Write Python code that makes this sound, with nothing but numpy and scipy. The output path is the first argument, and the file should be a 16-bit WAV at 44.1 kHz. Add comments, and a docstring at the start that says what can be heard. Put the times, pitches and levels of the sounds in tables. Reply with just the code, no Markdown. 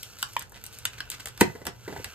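"""Rubber of a long balloon, twisted by fingers, sticks and slips: dry gliding ticks, tiny squeaks, creaks.
The bubble snaps free: scrape, rough squeak of decaying partials, hollow thump of decaying sines.
Hands bump the tube (noise puff, hollow note, ringing modes), palms and fingertips slide and rub (grainy noise).
Small, quiet room: short echo of decaying noise, low rumble, faint hum; picked up by two microphone ports."""
import sys
import numpy as np
from scipy import signal
from scipy.fft import rfft, irfft, next_fast_len
from scipy.io import wavfile
from scipy.ndimage import map_coordinates

SR = 44100
rng = np.random.default_rng(int(sys.argv[2]) if len(sys.argv) > 2 else 0)


def unload_wav(signal):
    """Save mono or channel-first audio to the path in sys.argv[1] as 16-bit WAV at rate SR, clipped to [-1, 1]."""
    wavfile.write(
        sys.argv[1],
        SR,
        np.round(np.clip(np.atleast_2d(signal).T, -1, 1) * 32767).astype(np.int16),
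    )


N = 94506


def amp(db):
    """Decibels to gain."""
    return 10 ** (np.asarray(db) / 20)


def unit(x):
    """Scale to rms 1."""
    return x / np.sqrt(np.mean(x ** 2) + 1e-20)


def along(points, hz):
    """Interpolate (frequency [Hz], value) points on a log-frequency axis."""
    point_hz, value = np.transpose(points)
    return np.interp(np.log(hz + 1), np.log(point_hz + 1), value)


def clock():
    """Time of each sample [s]."""
    return np.arange(N) / SR


def wobble(knots_per_s):
    """Smooth random curve: spline through normal random knots."""
    return map_coordinates(rng.standard_normal(N // 4), [clock() * knots_per_s], mode="wrap")


def filtered(x, response):
    """Multiply the spectrum of x by a complex response of frequency."""
    size = next_fast_len(N + SR // 2)
    return irfft(rfft(x, size) * response(np.fft.rfftfreq(size, 1 / SR)), size)[..., :N]


def noise(colour, tilt_db=0, size=N):
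    """Random-phase noise of rms 1 with a colour and a tilt per octave."""
    hz = np.fft.rfftfreq(size, 1 / SR)
    gain = amp(along(colour, hz) + tilt_db * np.log2(np.maximum(hz, 100)))
    return unit(irfft(gain * np.exp(2j * np.pi * rng.random(len(hz))), size))


def envelope(t, attack_s, hold_s, t60_s):
    """Linear rise from t = 0, hold until hold_s, then exponential decay."""
    rise = np.clip(t / attack_s, 0, 1)
    return rise * np.exp(-np.log(1000) * np.maximum(t - hold_s, 0) / t60_s)


def add(track, start_s, sound):
    """Mix a sound into a track at a time."""
    part = track[max(round(start_s * SR), 0):][:len(sound)]
    part += sound[:len(part)]


# rumble colour: (frequency [Hz], level [dB])
RUMBLE_COLOUR = [(20, -11), (45, 0), (80, -1.5), (115, 0), (165, -14.5), (300, -20), (450, -14.5),
                 (650, -22), (1000, -19), (2000, -65)]
RUMBLE_DB, RUMBLE_WIDTH_DB = -52, -5.5
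HUM_HZ, HUM_DB, HUM_SWING_DB = 117.8, -58.5, 4.9


def background():
    """Low room rumble, partly opposed between the ports, and a faint hum of drifting level."""
    opposed = np.array([[1], [-1]]) * noise(RUMBLE_COLOUR)
    rumble = noise(RUMBLE_COLOUR) + amp(RUMBLE_WIDTH_DB) * opposed
    hum = amp(HUM_DB + HUM_SWING_DB * wobble(6.1)) * np.sin(2 * np.pi * HUM_HZ * clock())
    return amp(RUMBLE_DB) * rumble + hum


# room decay: (frequency [Hz], t60 [s])
ROOM_T60 = [(100, 0.16), (500, 0.21), (2000, 0.19), (8000, 0.13), (15000, 0.025)]
ROOM_WIDTH_DB = 1  # opposed part of the tail re. common part
ROOM_SPANS, TAIL_RISE_S = 7, 0.0018


def room(x):
    """Decaying-noise tail, partly alike at both ports, drawn afresh for each of a few equal time spans."""
    out = np.zeros((2, N))
    for span in np.array_split(np.arange(N), ROOM_SPANS):
        hz, t, bins = signal.stft(rng.standard_normal((2, SR // 3)), SR, nperseg=256)
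        decay = np.exp(-np.log(1000) * t / along(ROOM_T60, hz)[:, None])
        tail = signal.istft(bins * decay, SR, nperseg=256)[1]
        tail = tail * np.clip(np.arange(tail.shape[1]) / SR / TAIL_RISE_S, 0, 1)
        mid, side = tail / np.linalg.norm(tail[0])
        for track, sign in zip(out, (1, -1)):
            port_tail = mid + sign * amp(ROOM_WIDTH_DB) * side
            add(track, span[0] / SR, signal.fftconvolve(x[span], port_tail))
    return out


# palm slides: (time [s], length [s], level [dB])
SLIDES = [(0.552, 0.021, -47.5), (1.259, 0.017, -43), (1.396, 0.073, -41), (1.476, 0.057, -51),
          (1.569, 0.046, -52.5), (1.647, 0.06, -45), (1.891, 0.11, -45), (2.044, 0.038, -47.5)]
# slide colour: (frequency [Hz], level [dB])
SLIDE_COLOUR = [(30, -6), (80, 16), (130, 1.5), (220, -3), (450, 1), (850, 2.5), (1300, -13), (2000, -9.5),
                (4000, -27), (12000, -20)]
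SLIDE_FADE_S, SLIDE_GRAIN_DB, SLIDE_GRAINS_PER_S = 0.018, 2.5, 120


def slides():
    """Palms sliding along the tube: dull friction noise of uneven level."""
    t, effort = clock(), np.zeros(N)
    for start_s, length_s, db in SLIDES:
        inside_s = np.minimum(t - start_s, start_s + length_s - t)
        effort += amp(db) * np.clip(inside_s / SLIDE_FADE_S + .5, 0, 1)
    grain = amp(SLIDE_GRAIN_DB * wobble(SLIDE_GRAINS_PER_S))
    return effort * unit(noise(SLIDE_COLOUR) * grain)


# fingertip rubbing: (time [s], relative mids level [dB], relative treble level [dB])
RUB_LEVELS = [(0.0, -49, -43), (0.17, -49, -48.5), (0.36, -50, -46), (0.49, -60.5, -58.5),
              (0.62, -50, -52.5), (0.78, -48, -48), (1.07, -48, -56), (1.2, -47.5, -47.5),
              (1.33, -50.5, -54.5), (1.46, -46, -45.5), (1.54, -52, -51.5), (1.69, -58.5, -58.5),
              (1.92, -45.5, -47.5), (2.05, -46.5, -46.5), (2.14, -43, -48.5)]
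# rub colours: (frequency [Hz], level [dB])
RUB_MID_COLOUR = [(300, -11), (900, -7), (1150, -4), (1480, 5.5), (1900, -8), (2700, 3), (4500, -13),
                  (8000, -17)]
RUB_TREBLE_COLOUR = [(1500, -31), (4000, 5), (6000, 8.5), (8200, -0.5), (10500, 0.5), (13000, 0.5),
                     (14500, -3.5), (15500, -24), (16500, -42)]
RUB_MID_GAIN_DB, RUB_TREBLE_GAIN_DB = -6, -6
RUB_GRAIN_DB, RUB_GRAINS_PER_S = 2, 410


def rubbing():
    """Fingertip friction: mid and treble noise sharing one grain."""
    s, mid_db, treble_db = np.transpose(RUB_LEVELS)
    t, grain = clock(), amp(RUB_GRAIN_DB * wobble(RUB_GRAINS_PER_S))
    mid_gain = amp(np.interp(t, s, mid_db) + RUB_MID_GAIN_DB)
    treble_gain = amp(np.interp(t, s, treble_db) + RUB_TREBLE_GAIN_DB)
    mids = mid_gain * unit(noise(RUB_MID_COLOUR) * grain)
    return mids + treble_gain * unit(noise(RUB_TREBLE_COLOUR) * grain)


# knocks on the air-filled tube:
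# (time [s], level [dB], relative ring level [dB], hollow note [Hz], relative note level [dB])
BUMPS = [(1.412, -16.5, -2, 374, -6), (1.474, -43, -1, 130, 10.5), (1.497, -43.5, 6, 160, 4),
         (1.551, -39, -4.5, 422, 3), (1.615, -41, -3.5, 536, 0), (1.667, -28, -9, 876, -7),
         (1.68, -39, -6, 373, -2), (1.685, -48.5, -15, 146, 8), (1.8773, -33, -4.5, 350, 2),
         (1.893, -44, 2, 204, 6), (1.924, -35.5, -10, 300, 0), (1.962, -34, -7.5, 853, 1),
         (1.984, -47, -11, 98, 8), (1.998, -40, -6, 460, -1)]
# puff colour: (frequency [Hz], level [dB])
PUFF_COLOUR = [(30, -24), (70, 2), (150, -0.5), (380, 1.5), (600, -5), (950, -2), (1200, -16), (1550, -4.5),
               (2200, -8.5), (2700, -16), (4000, -14.5), (12000, -20)]
# tube ringing: (frequency [Hz], relative level [dB], t60 [s])
TUBE_MODES = [(203.5, -18, 0.13), (387, -3.5, 0.084), (415, -6.5, 0.085), (511, -12.5, 0.124),
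              (698, -12.5, 0.18), (808, -14, 0.066), (940, -11, 0.071), (1514, -8.5, 0.028),
              (2000, -3.5, 0.13)]
PUFF_DB, PUFF_HOLD_S, PUFF_T60_S = -1.5, 0.0062, 0.053
PUFF_CENTRE_HZ, FALL_DB_PER_OCTAVE = 304, 2  # fall away from the hollow note
NOTE_RISE_S, NOTE_CYCLES = 0.0015, 13  # note t60 in cycles


def bumps():
    """A knock puffs and rings the tube; where and how softly it lands decides which pitch stands out."""
    out, t = np.zeros(N), np.arange(16384) / SR
    for s, db, ring_db, note_hz, note_db in BUMPS:
        def fall_db(hz):
            """Loss with distance from the hollow note."""
            return FALL_DB_PER_OCTAVE * abs(np.log2(hz / note_hz))

        colour = [(hz, level_db - fall_db(hz)) for hz, level_db in PUFF_COLOUR]
        puff = noise(colour, size=len(t)) * envelope(t, 0.0021, PUFF_HOLD_S, PUFF_T60_S)
        puff *= amp(PUFF_DB - fall_db(PUFF_CENTRE_HZ))
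        ring = np.zeros(len(t))
        for hz, level_db, t60_s in TUBE_MODES:
            gain = amp(level_db - fall_db(hz) + rng.normal(0, 1))
            tone = np.sin(2 * np.pi * (hz * t + 0.14 * rng.normal()))
            ring += gain * tone * envelope(t, 0.0023, 0.0036, t60_s)
        note = np.sin(2 * np.pi * note_hz * t)
        note *= envelope(t, NOTE_RISE_S, 2 * NOTE_RISE_S, NOTE_CYCLES / note_hz)
        add(out, s, amp(db) * (puff + amp(note_db) * note + amp(ring_db) * ring))
    return out


# runs of small slips: (time [s], length [s], rate [slips/s], mean level [dB], tilt [dB/octave])
CREAKS = [(0.185, .036, 120, -39.5, 3), (0.409, .018, 147, -40.5, -3.5), (.542, .033, 123, -45, -3.5),
          (0.727, .028, 140, -43.5, 3.5), (0.932, .01, 390, -45.5, -3), (0.981, .006, 434, -40.5, -3),
          (1.12, .031, 185, -39.5, -1), (1.197, .009, 510, -41, -2)]
# creak and scrape colour: (frequency [Hz], level [dB])
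CREAK_COLOUR = [(200, -10.5), (700, -22), (1400, 1.5), (4000, 2), (9000, -3), (14000, -7.5)]
CREAK_SCATTER_DB, CREAK_SCATTER_PERIODS = 1.3, .08


def creaks():
    """Rubber creeps on in nearly even little jerks, each a decaying noise burst."""
    out, t = np.zeros(N), np.arange(512) / SR
    for s, length_s, slips_per_s, db, tilt_db in CREAKS:
        for k in range(int(np.ceil(length_s * slips_per_s))):
            late, size = rng.standard_normal(2)
            jerk = noise(CREAK_COLOUR, tilt_db, size=len(t)) * envelope(t, 0.00042, 0.0016, 0.02)
            jerk_s = s + (k + CREAK_SCATTER_PERIODS * late) / slips_per_s
            add(out, jerk_s, amp(db + CREAK_SCATTER_DB * size) * jerk)
    return out


# rough-squeak partials: (frequency before sag [Hz], level [dB], t60 [s])
SKIN_PARTIALS = [(930, -16.5, 0.02), (1519, -17, 0.0085), (1983, -18, 0.036), (2710, -17, 0.016),
                 (3430, -54, 0.048)]
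# thump of the freed bubble: (frequency [Hz], level [dB], t60 [s])
THUMP_MODES = [(108, -18, 0.062), (185, -16, 0.028), (350, -12.5, 0.032), (481, -20.5, 0.017)]
SNAP_S, SCRAPE_DB, SCRAPE_TAU_S, SCRAPE_TILT_DB_PER_OCTAVE = 1.4105, -23.5, 0.0046, -0.49
SKIN_LEAD_S, SKIN_SAG_PER_S, SKIN_ROUGHNESS = 0.0024, 3.4, 0.0696
THUMP_RISE_S, THUMP_HOLD_S = 0.0052, 0.0073


def snap():
    """The grip gives way in a swelling scrape, the skin squeaks roughly, the freed bubble thumps."""
    t = clock() - SNAP_S
    scrape = noise(CREAK_COLOUR, SCRAPE_TILT_DB_PER_OCTAVE) * np.exp(-abs(t) / SCRAPE_TAU_S)
    sag = np.exp(-SKIN_SAG_PER_S * np.maximum(t, 0))
    skin, thump = np.zeros(N), np.zeros(N)
    for hz, db, t60_s in SKIN_PARTIALS:
        pitch_hz = hz * sag * (1 + SKIN_ROUGHNESS * wobble(1200))
        tone = np.sin(2 * np.pi * np.cumsum(pitch_hz) / SR)
        skin += amp(db) * tone * envelope(t + SKIN_LEAD_S, 0.004, 0.0059, t60_s)
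    for hz, db, t60_s in THUMP_MODES:
        tone = np.sin(2 * np.pi * hz * t)
        thump += amp(db) * tone * envelope(t, THUMP_RISE_S, THUMP_HOLD_S, t60_s)
    return amp(SCRAPE_DB) * scrape + skin + thump


# slips repeating for a few cycles: (time [s], mean pitch at end of hold [Hz], level [dB],
# relative octave level [dB], relative inharmonic overtone level [dB])
SQUEAKS = [(0.2269, 1446, -31.5, 5.5, -0.5), (0.3652, 973, -17.5, -15.5, -9.5),
           (0.853, 1373, -26.5, -3, 1.5), (1.0041, 1610, -25.5, -8.5, -10), (1.864, 1610, -44, -24, -24),
           (1.878, 2020, -39.5, -15, -14), (2.0438, 2000, -35.5, -10, -20)]
SQUEAK_ATTACK_S, SQUEAK_HOLD_S, SQUEAK_T60_S = .0009, 0.0037, 0.012
SQUEAK_SAG_PER_S, SQUEAK_JITTER = 5.6, 0.036
SQUEAK_UPPER_RATIO, SQUEAK_TOP_RATIO, SQUEAK_TOP_DB = 2.48, 3.3, -7  # top re. upper


def squeaks():
    """Stick-slip cycles with octave and two inharmonic overtones; pitch sags as the tension lets go."""
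    out, t = np.zeros(N), np.arange(2048) / SR
    for s, hz, db, octave_db, upper_db in SQUEAKS:
        sag = np.exp(-SQUEAK_SAG_PER_S * (t - SQUEAK_HOLD_S))
        pitch_hz = hz * sag * (1 + SQUEAK_JITTER * wobble(830)[:len(t)])
        phase = 2 * np.pi * np.cumsum(pitch_hz) / SR
        upper = np.sin(SQUEAK_UPPER_RATIO * phase) + amp(SQUEAK_TOP_DB) * np.sin(SQUEAK_TOP_RATIO * phase)
        tone = np.sin(phase) + amp(octave_db) * np.sin(2 * phase) + amp(upper_db) * upper
        add(out, s, amp(db) * tone * envelope(t, SQUEAK_ATTACK_S, SQUEAK_HOLD_S, SQUEAK_T60_S))
    return out


# single slips of rubber on skin: (time [s], relative level [dB],
# relative low-mid level [dB], relative upper-mid level [dB], relative treble level [dB])
TICKS = [(0.0281, -29, -41, -13.5, -15), (0.031, -23, -37, -12.5, -11), (0.2266, -13, -16.5, -13.5, -11),
         (0.334, -41.5, -19, -2, -4), (0.3649, -23, -10, -7, -14), (0.393, -20.5, -43, -22, -10.5),
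         (0.4227, -32, -26, -24, -8.5), (0.495, -39.5, -34, -42, -10), (0.52, -37.5, -7.5, -40, -11),
         (0.639, -23.5, -27, -21, -11), (0.653, -33.5, -26, -12, -11), (0.6637, -25.5, -38, -18.5, -10),
         (0.786, -28.5, -28, -14, -9.5), (0.8524, -13, -18, -11.5, -10), (1.0037, -20, -15.5, -11, -21.5),
         (1.1007, -17.5, -26, -16.5, -9.5), (1.116, -22.5, -21, -11, -14.5),
         (1.2563, -17.5, -22, -17.5, -13), (1.2706, -24, -14, -14, -13.5), (1.2838, -30, -18, -12, -9.5),
         (1.3755, -36.5, -3.5, -9, -8.5), (1.4094, -4, -16, -15, -13), (1.6527, -30.5, -14, -10, -7.5),
         (1.6671, -17.5, -14.5, -14, -10.5), (2.0433, -20.5, -14, -10.5, -13)]
TICK_GAIN_DB, TICK_BASS_DB = 21, -12.5
TICK_SHAKE_DB, TICK_SHAKE_T60_S = 2.5, 0.014
TICK_GLIDE_S, TICK_GLIDE_HZ = 0.002965, 4360  # delay of the lows; its decay constant over frequency
TICK_LEAD_SAMPLES = 24


def ticks():
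    """A slip cracks along the taut skin; highs arrive first, so it glides down in milliseconds."""
    out, t = np.zeros(N), np.arange(1024) / SR
    hz = np.fft.rfftfreq(len(t), 1 / SR)
    delay_s = TICK_GLIDE_S * np.exp(-hz / TICK_GLIDE_HZ)
    glide = np.exp(-2j * np.pi * np.cumsum(delay_s) * hz[1])  # phase = integral of group delay
    for s, db, low, mid, top in TICKS:
        bass = low + TICK_BASS_DB
        colour = [(150, bass), (650, bass + 0.5), (1050, low - 1), (1700, low),
                  (2200, mid - 8), (2800, mid - 3), (5000, mid - 6),
                  (6500, top - 10), (8200, top - 6), (10500, top - 9), (14000, top - 9), (16000, top - 17)]
        shake = rng.standard_normal(len(t)) * np.exp(-np.log(1000) * t / TICK_SHAKE_T60_S)
        slip = 1 + amp(TICK_SHAKE_DB) * rfft(shake / np.linalg.norm(shake))  # impulse + shake
        crack = np.roll(irfft(slip * glide * amp(along(colour, hz))), TICK_LEAD_SAMPLES)
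        gain = amp(db + TICK_GAIN_DB) * np.linalg.norm(amp([low, mid, top]))
        add(out, s, gain * crack / np.linalg.norm(crack))
    return out


SLIP_ROOM_DB, SQUEAK_ROOM_DB, BUMP_ROOM_DB = -9.5, -20, -12.5  # sends to the room


def scene():
    """The balloon close by, in its room."""
    slips, chirps, knocks = ticks() + creaks(), squeaks(), bumps() + snap()
    send = amp(SLIP_ROOM_DB) * slips + amp(SQUEAK_ROOM_DB) * chirps + amp(BUMP_ROOM_DB) * knocks
    friction = rubbing() + slides()
    return slips + chirps + knocks + friction + room(send) + background()


# port phase: (frequency [Hz], lead of left over right [rad])
PORT_PHASE = [(100, .1), (330, .1), (500, -.5), (900, -.7), (1120, -1.5), (1250, -.3), (1550, -.3),
              (1800, -1), (2000, -.6), (2600, -1.7), (3300, -1.1), (4400, -1.1), (4900, -2.4), (6000, -2.5),
              (7300, -.5), (8800, 1), (10400, 3.1), (12600, 6.2), (13600, 6.7), (15200, 9.3)]
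# port balance: (frequency [Hz], left minus right [dB])
PORT_BALANCE = [(50, 0), (110, 0), (150, -7), (210, -9), (270, -1), (420, 2), (520, -3), (1000, 0),
                (1350, -3), (1900, 1), (2600, -1.5), (4000, 0)]
LOW_CUT_HZ, ROLL_OFF_HZ, TOP_HZ = 45, 15300, 16500


def record(dry):
    """Two microphone ports differ in phase and level; lowest bass and top roll off."""
    half = np.array([[.5], [-.5]])  # half the difference to each port

    def response(hz):
        """Complex response of both ports."""
        low_cut = (1j * hz / (1j * hz + LOW_CUT_HZ)) ** 2
        top_cut = (hz < TOP_HZ) / np.sqrt(1 + (hz / ROLL_OFF_HZ) ** 40)
        phase = np.exp(1j * half * along(PORT_PHASE, hz))
        return phase * amp(half * along(PORT_BALANCE, hz)) * low_cut * top_cut

    return filtered(dry, response)


dry = scene()
out = record(dry)
unload_wav(out)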